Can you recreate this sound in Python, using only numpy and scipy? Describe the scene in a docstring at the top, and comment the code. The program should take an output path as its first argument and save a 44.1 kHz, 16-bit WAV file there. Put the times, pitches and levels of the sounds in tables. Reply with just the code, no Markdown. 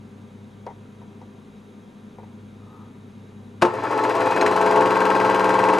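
"""A home film projector in a small room, close to the microphone and a little to the left.
It idles on a still frame: the fan hums, fingers nudge the control knob, a faint whirr comes and goes.
At 3.6 s the knob clunks over; the drive jolts and the film catches as the transport runs up.
Then, at about twenty frames a second, claw and shutter cam rattle the case once a frame,
over whirring gears, the motor's drone and the hiss of film in the gate."""
import sys
import numpy as np
from scipy import signal
from scipy.fft import rfft, irfft, next_fast_len
from scipy.io import wavfile
from scipy.ndimage import map_coordinates

SR = 44100
rng = np.random.default_rng(int(sys.argv[2]) if len(sys.argv) > 2 else 0)


def dump_mix(stems):
    """Bounce the given channels to the path in sys.argv[1] as a 16-bit WAV at rate SR."""
    frames = np.atleast_2d(stems).T  # one column per channel
    limited = np.clip(frames, -1, 1)  # hard clip at full scale
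    pcm = np.round(limited * 32767).astype(np.int16)
    wavfile.write(sys.argv[1], SR, pcm)


N = 255420

# spectrum of the fan's draught: f/Hz, level/dB
DRAUGHT = [(18, -20), (35, -34), (55, -8), (75, -43), (100, -6.5), (160, -26.5), (205, -3.5), (330, -12.5),
           (420, -12.5), (600, -20.5), (950, -21), (1600, -29), (3900, -35.5), (4900, -41.5), (11000, -47),
           (14000, -57)]
# resonances of the case panels: f/Hz, width/Hz, level/dB
PANEL_MODES = [(348, 66, 4), (510, 21, 1), (964, 230, 5.5), (1016, 30, -14), (1304, 24, 8.5),
               (1320, 41, -12), (1610, 60, -4), (1700, 93, -0.5)]


def amp(db):
    return 10 ** (np.asarray(db) / 20)


def unit(x):
    return x / np.sqrt(np.mean(x ** 2) + 1e-20)


def running(x):
    """x scaled to rms 1 over the last second, at full speed."""
    return x / np.sqrt(np.mean(x[-SR:] ** 2) + 1e-20)


def clock(size=N):
    return np.arange(size) / SR


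def bell(x, centre, width):
    return np.exp(-((x - centre) / width) ** 2)


def tone(cycles, shift_rad=0):
    """A sine that follows a count of cycles from a random phase."""
    return np.sin(2 * np.pi * (cycles + rng.random()) + shift_rad)


def wobble(rate):
    """A smooth random curve, rate knots a second."""
    return map_coordinates(rng.standard_normal(int(N * rate / SR) + 4), [np.arange(N) * rate / SR])


def along(points, hz):
    """(f/Hz, value) points joined on a log frequency axis."""
    f, v = np.transpose(points)
    return np.interp(np.log(hz + 1), np.log(f + 1), v)


def slope(points):
    """The response of a (f/Hz, level/dB) spectrum."""
    return lambda hz: amp(along(points, hz))


def resonances(modes):
    """The response of steep-skirted (f/Hz, width/Hz, level/dB) resonances."""
    return lambda f: np.sqrt(sum((amp(db) / (1 + ((hz * hz - f * f) / (2 * width * f + 1e-9)) ** 2)) ** 2
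                                 for hz, width, db in modes))


def filtered(x, response):
    """x through a complex frequency response."""
    size = next_fast_len(len(x) + 8192)
    return irfft(rfft(x, size) * response(np.fft.rfftfreq(size, 1 / SR)), size)[:len(x)]


def noise(response, size=N):
    """Noise of rms 1 with exactly this colour."""
    gain = response(np.fft.rfftfreq(size, 1 / SR))
    return unit(irfft(gain * np.exp(2j * np.pi * rng.random(len(gain))), size))


def burst(response, t60, attack_s=0.00054):
    """A blow's dense ringing, dying away; its spectrum is drawn towards the body's own."""
    t = clock(8192)
    fade = amp(-60 * t / t60) * (1 - np.exp(-t / attack_s))
    phase = np.angle(rfft(noise(response, len(t)) * fade))
    ring = unit(irfft(np.exp(1j * phase) * response(np.fft.rfftfreq(len(t), 1 / SR))))
    return unit(ring * np.sqrt(fade)) * np.sqrt(np.mean(fade ** 2))


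def add(track, s, sound):
    """Mix a sound in at time s."""
    part = track[round(s * SR):][:len(sound)]
    part += sound[:len(part)]


def enclosed(x, wet_db, t60):
    """Reflections in the housing and the room comb the spectrum with fine, fixed peaks."""
    tail = burst(slope([(250, -56), (800, -1), (20000, -3)]), t60)
    out = x + amp(wet_db) * signal.fftconvolve(x, tail / np.linalg.norm(tail))[:N]
    return out * np.std(x) / np.std(out)


def fan(fan_hz=26.24):
    """A steady hum near 100 Hz with overtones beats against the fan's tones, over the vents' draught."""
    # steady hum: f/Hz, level/dB
    hum_tones = [(100, -0.5), (199.5, -4.5), (400.5, -13.5), (502.5, -16)]
    # blade tones: multiple of the fan rate, level/dB
    blade_tones = [(2, -21), (4, 0.5), (5, 2.5), (6, -1.5), (7, -7), (8, 8), (9, 2.5), (10, -7)]
    # vent resonances: f/Hz, width/Hz, level/dB
    vents = [(220, 55, 2), (408, 31, -2.5), (1230, 200, -26), (2110, 54, -22), (3280, 23, -21),
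             (3490, 33, -21.5), (3790, 100, -23), (6440, 420, -32)]
    t = clock()
    dip_db, dip_below_hz = -10.5 * bell(t, 1.72, 0.4), 150  # the lowest tones dip briefly
    turns = fan_hz * t + 0.026 * wobble(1.906)
    hum = sum(amp(db + wobble(2.5) + dip_db * (hz < dip_below_hz)) * tone(hz * t, 0.19 * wobble(4.97))
              for hz, db in hum_tones)
    blades = sum(amp(db + dip_db * (k * fan_hz < dip_below_hz)) * tone(k * turns) for k, db in blade_tones)
    draught = amp(-50.5) * noise(slope(DRAUGHT)) + amp(-52) * noise(resonances(vents))
    return amp(-48) * unit(hum) + amp(-47) * unit(blades) + enclosed(draught, wet_db=-7.5, t60=0.35)


def knob():
    """Fingers tap the knob in its play: light knocks, each with a tick."""
    # touches: t/s, level/dB, relative tick level/dB
    touches = [(0.6644, -28.5, -21.5), (0.702, -38.5, -24), (1.016, -45, -22), (1.214, -42, -20),
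               (1.375, -54, -22), (2.182, -39.5, -28), (2.231, -42.5, -24)]
    # knob resonances: f/Hz, width/Hz, level/dB
    knob_modes = [(412, 48, -3.5), (512, 34, 1.5), (810, 144, -1.5), (940, 16, 5), (2040, 180, -20.5)]
    out = np.zeros(N)
    for s, db, tick_db in touches:
        tick = burst(slope([(800, -19), (1800, -7), (5800, -12), (8000, -26), (14000, -33)]), t60=0.056)
        knock = burst(resonances(knob_modes), t60=0.13)
        add(out, s, amp(db) * (knock + amp(tick_db) * tick))
    return out


def whirr():
    """A faint whirr swells and fades once, its thin whine rising and falling with it."""
    swell = bell(clock(), 2.765, 0.12)
    whine_hz = 9500 + 3050 * swell + 90 * wobble(400)
    whine = np.sin(2 * np.pi * np.cumsum(whine_hz) / SR)
    body = noise(resonances([(1250, 40, 0.5), (930, 180, -6)]))
    return amp(-53) * swell * (body + amp(-30) * whine)


def switch():
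    """The switch cracks over and bounces; its lever sets the case ringing."""
    # blows: t/s, level/dB, relative crack level/dB, t60/s
    blows = [(3.614, -33, -1, 0.09), (3.62, -19, 3, 0.046), (3.6236, -10, -10, 0.12),
             (3.649, -17.5, -14, 0.24), (3.705, -29.5, -26, 0.085)]
    # ringing of the case: f/Hz, level/dB, t60/s
    case_modes = [(353.4, -0.5, 0.18), (443, -11, 0.29), (540, -5.5, 0.14), (693, -1.5, 0.089),
                  (891.6, 1, 0.14), (1066, -14, 0.18), (1277, -11.5, 0.16)]
    # lever resonances: f/Hz, width/Hz, level/dB
    lever_modes = [(127, 18, -15), (208, 71, 0), (344, 38, 1), (510, 100, 1.5), (660, 42, 0), (900, 190, 1),
                   (1060, 120, 0), (1380, 110, -6), (2000, 650, -27)]
    # spectrum of the crack: f/Hz, level/dB
    crack_colour = [(880, -45), (1500, 0), (1950, -10.5), (2850, -8), (3070, -17), (3740, -16), (9170, -30),
                    (14300, -45)]
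    out, t = np.zeros(N), clock(8192)
    attack = 1 - np.exp(-t / 0.00076)
    for s, db, crack_db, t60 in blows:
        ring = attack * sum(amp(level - 60 * t / life) * tone(hz * t) for hz, level, life in case_modes)
        clunk = burst(resonances(lever_modes), t60)
        crack = burst(slope(crack_colour), 0.92 * t60)
        add(out, s, amp(db) * (amp(-1) * ring + amp(-0.5) * clunk + amp(crack_db) * crack))
    return out


def drone(t):
    """The drive hums under load, over a low rumble."""
    # hum tones: f/Hz, rms level/dB
    load_tones = [(99, -62), (102.6, -59.5), (120.1, -45)]
    hum = sum(amp(db) * np.sqrt(2) * tone(hz * t) for hz, db in load_tones)
    return hum + amp(-68) * noise(slope([(20, -18), (40, -16), (65, 9), (160, 23), (300, -45)]))


def cam(turns):
    """The same rough pattern on every turn; three shutter blades stress every third harmonic."""
    order = np.arange(1025)
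    strength = amp(5.5 * (order % 3 == 0)) * (order > 0) * (order < 110)
    pattern = irfft(strength * np.exp(2j * np.pi * rng.random(len(order))))
    return np.interp(turns % 1, np.arange(len(pattern)) / len(pattern), pattern)


def gears(turns, since_claw, pace):
    """The cam's harmonics glide through the chassis resonances; grinding swells at each pull-down."""
    # sharp chassis resonances: f/Hz, width/Hz, level/dB
    chassis = [(121, 6.4, -22), (284, 33, -11.5), (310.9, 3.37, -4), (357.3, 12, -7.5), (425.9, 11, -0.5),
               (513.3, 6.2, 0), (549, 32, -12.5), (664, 14.3, -8), (740, 52, -29), (869, 31, -5.5),
               (921.3, 11.3, -5.5), (1027, 40, -21), (1120, 34, -14.5), (1420, 30, -15.5)]
    # spectrum of the grinding case: f/Hz, level/dB
    case_colour = [(110, -45), (170, -51), (240, -1.5), (330, 3.5), (560, 7), (720, -5), (900, -2),
                   (1120, 5), (1200, -51), (1400, -14), (1800, -6.5), (2600, -11), (3400, -49)]
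    backlash = 0.0049 * wobble(18)
    song = running(filtered(cam(turns + backlash), resonances(chassis)))
    # the drive is loaded as it pulls the film down and runs free just before
    load = amp(4.2 * bell(since_claw, 0.012, 0.0067) - 2.3 * bell(since_claw, -0.016, 0.0031))
    grind = amp(-11) * running(load * noise(slope(case_colour)))
    grind += amp(-11.5) * running(load * noise(resonances(PANEL_MODES)))
    return amp(-3 + 2 * wobble(14)) * song * pace ** 1.32 + enclosed(grind, wet_db=-1.5, t60=0.14)


def film(claw_times):
    """The film slides through the gate while the claw ticks crisply in its perforations."""
    # spectrum of film in the gate: f/Hz, level/dB
    film_colour = [(1200, -34), (2100, -8), (2650, -0.5), (3050, -6.5), (4200, -10), (5000, -11),
                   (6600, -15.5), (9000, -20), (11000, -26.5), (14300, -36)]
    # the claw entering and leaving: delay/s, level/dB, t60/s
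    claw = [(-.0005, 3.5, 0.041), (0.0135, -6, 0.079)]
    hiss = slope(film_colour)
    crisp = slope([(2000, -5.5), (5000, -1.5), (8000, 1.5), (14000, 4)])
    soft = slope([(2500, -2), (4200, 2), (9000, -3)])
    ticks = np.zeros(N)
    for s in claw_times:
        for delay, db, t60 in claw:
            add(ticks, s + delay, amp(db + rng.normal(0, 1.07)) * burst(lambda f: hiss(f) * crisp(f), t60))
    sliding = noise(lambda f: hiss(f) * soft(f))
    return enclosed(amp(-2) * running(ticks) + amp(1.5) * sliding, wet_db=-3.5, t60=0.075)


def rattle(claw_times, pace, jitter_s=0.00008, scatter_db=0.63):
    """Each contact of the cam rings the case alike frame after frame, most of them harder with speed."""
    # contacts: delay after the claw/s, f/Hz, width/Hz, level/dB, t60/s, power of speed (sign ignored)
    contacts = [(-.005, 887, 91, -9.5, 0.041, 1), (-.0005, 2500, 258, -23.5, 0.015, 31),
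                (.002, 510, 107, -13.5, 0.043, 0), (.004, 890, 280, -17, 0.062, -1.5),
                (.012, 1582, 63.7, -16.5, 0.046, 3), (.012, 610, 233, -11.5, 0.056, 1),
                (.013, 900, 201, -13.5, .065, -1), (.003, 2010, 260, -25, 0.033, 2.5),
                (0.0098, 2850, 670, -31, 0.066, 3)]
    out = np.zeros(N)
    for delay, hz, width, db, t60, power in contacts:
        ring = burst(resonances([(hz, width, 0)]), t60)
        late, weak = rng.standard_normal((len(claw_times), 2)).T
        at = np.round((claw_times + delay + jitter_s * late) * SR).astype(int)
        blows = np.bincount(at, amp(-scatter_db * weak), N)[:N] * pace ** abs(power)
        out += amp(db) * running(signal.fftconvolve(blows, ring)[:N])
    return out


def run_up(frame_hz, teeth_per_frame=129):
    """The drive jolts, perforations catch on the metal gate and a gear sings through a resonance."""
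    # the drive takes up its slack: t/s, level/dB
    jolts = [(3.766, -25.5), (3.827, -27), (3.869, -20), (3.929, -21), (3.967, -31)]
    # the film catches: t/s, level/dB, relative ring level/dB
    snags = [(4.0366, -30.5, -9), (4.411, -24, -3), (4.4617, -19.5, -13), (4.6123, -30, -21)]
    # gate resonances: f/Hz, width/Hz, level/dB
    gate_modes = [(2400, 56, 4), (4100, 88, 7.5), (5540, 50, -1), (6350, 50, -7), (6530, 60, 0)]
    mesh_hz = teeth_per_frame * frame_hz
    mesh = np.sin(2 * np.pi * np.cumsum(mesh_hz + 8 * wobble(150)) / SR)
    out = mesh * resonances([(2514, 40, -35)])(mesh_hz)
    for s, db in jolts:
        add(out, s, amp(db) * burst(resonances(PANEL_MODES), t60=0.043))
    for s, db, ring_db in snags:
        snap = burst(slope([(1000, 6), (1800, 21), (4200, -4), (7000, -1), (14000, -21)]), t60=0.1)
        add(out, s, amp(db) * (snap + amp(ring_db) * burst(resonances(gate_modes), t60=0.1)))
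    return out


def motor(turns, pace, belt_ratio=3.078):
    """Near full speed the motor sings at multiples of its shaft rate; its belt slips slightly."""
    # motor tones: multiple of the shaft rate, level/dB
    harmonics = [(1, -37), (3, -15), (6, -27), (14, -17), (15, -11), (17, -10.5), (20, -21), (22, -22.5),
                 (25, -17), (28, -30), (31, -26)]
    shaft = belt_ratio * turns + 0.01 * wobble(9)
    song = sum(amp(db + 0.43 * wobble(4.7)) * np.sqrt(2) * tone(k * shaft) for k, db in harmonics)
    return amp(-2) * song * pace ** 22


def transport(start_s=3.62, spin_up_s=0.24, clutch_s=3.63, full_frame_hz=20.53):
    """The drive shaft eases up to speed, one turn a frame, timing the works as they grow louder."""
    t = clock()
    pace = 1 - np.exp(-np.maximum(t - start_s, 0) / spin_up_s)  # share of full speed
    frame_hz = full_frame_hz * pace
    turns = np.cumsum(frame_hz) / SR
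    turns -= turns[round(5.2971 * SR)]  # one claw stroke falls at this time
    claw_times = t[1:][np.diff(np.floor(turns)) > 0]
    since_claw = ((turns + 0.5) % 1 - 0.5) / np.maximum(frame_hz, 1)  # s from the nearest stroke
    works_db = -17.5 - 13 * np.maximum(1 - pace / 0.79, 0)
    works_db -= 14 * (1 - pace) * bell(since_claw, -0.02, 0.004)  # a slow drive slackens before a stroke
    film_db = -42.5 - 17 * (1 - pace)
    works = rattle(claw_times, pace) + gears(turns, since_claw, pace) + motor(turns, pace)
    engaged = np.clip((t - clutch_s) / 0.011, 0, 1)
    out = engaged * (amp(works_db) * works + drone(t) + amp(film_db) * film(claw_times))
    radiation = slope([(25, -22), (45, -12), (70, 1), (200, 0)])  # the small case gives little deep bass
    return filtered(out + run_up(frame_hz), radiation)


def leaning(x, pan, lead_rad_per_db=0.1168):
    """The side signal of a source that is louder on the left, and earlier there in proportion."""
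    def response(hz):
        left_db = along(pan, hz)
        return np.tanh((np.log(amp(left_db)) + 1j * lead_rad_per_db * left_db) / 2)
    return filtered(x, response)


def scene():
    """The projector stands near, a little left, with side echo and draught; above 3 kHz it is centred."""
    # left-right balance of the mechanism: f/Hz, left minus right/dB
    machine_pan = [(60, -.5), (120, .3), (250, 1.1), (550, 3.3), (1100, 3), (2300, 4.3), (3100, 1.8),
                   (3600, 0), (14000, 0)]
    # left-right balance of the fan: f/Hz, left minus right/dB
    fan_pan = [(60, .8), (115, .2), (200, 2.3), (400, 1.6), (1200, 1), (2500, 0)]
    # side echo: f/Hz, level/dB
    echo_colour = [(30, -6), (100, -19), (500, -20.5), (1100, -19), (2200, -11.5), (3200, -31), (4500, -55)]
    # side draught: f/Hz, level/dB
    side_colour = [(40, -2), (110, -15), (220, -15), (400, -10), (600, -3), (1000, -4), (2200, -2),
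                   (2950, -4.5), (3400, -44), (14000, -30)]
    air, machine = fan(), whirr() + knob() + switch() + transport()
    tail = burst(slope([(20, 0.019), (20000, 0)]), t60=0.72)
    side_echo = filtered(signal.fftconvolve(machine, tail / np.linalg.norm(tail))[:N], slope(echo_colour))
    side_draught = amp(-50) * filtered(noise(slope(DRAUGHT)), slope(side_colour))
    mid = air + machine
    side = leaning(air, fan_pan) + leaning(machine, machine_pan) + side_echo + side_draught
    return np.array([mid + side, mid - side])


def record(dry, ceiling=0.92, top_hz=14400):
    """The loudest peaks are softly rounded and the top treble is cut."""
    rounded = dry / (1 + (dry / ceiling) ** 8) ** (1 / 8)
    return np.array([filtered(channel, lambda hz: hz < top_hz) for channel in rounded])


dry = scene()
out = record(dry)
dump_mix(out)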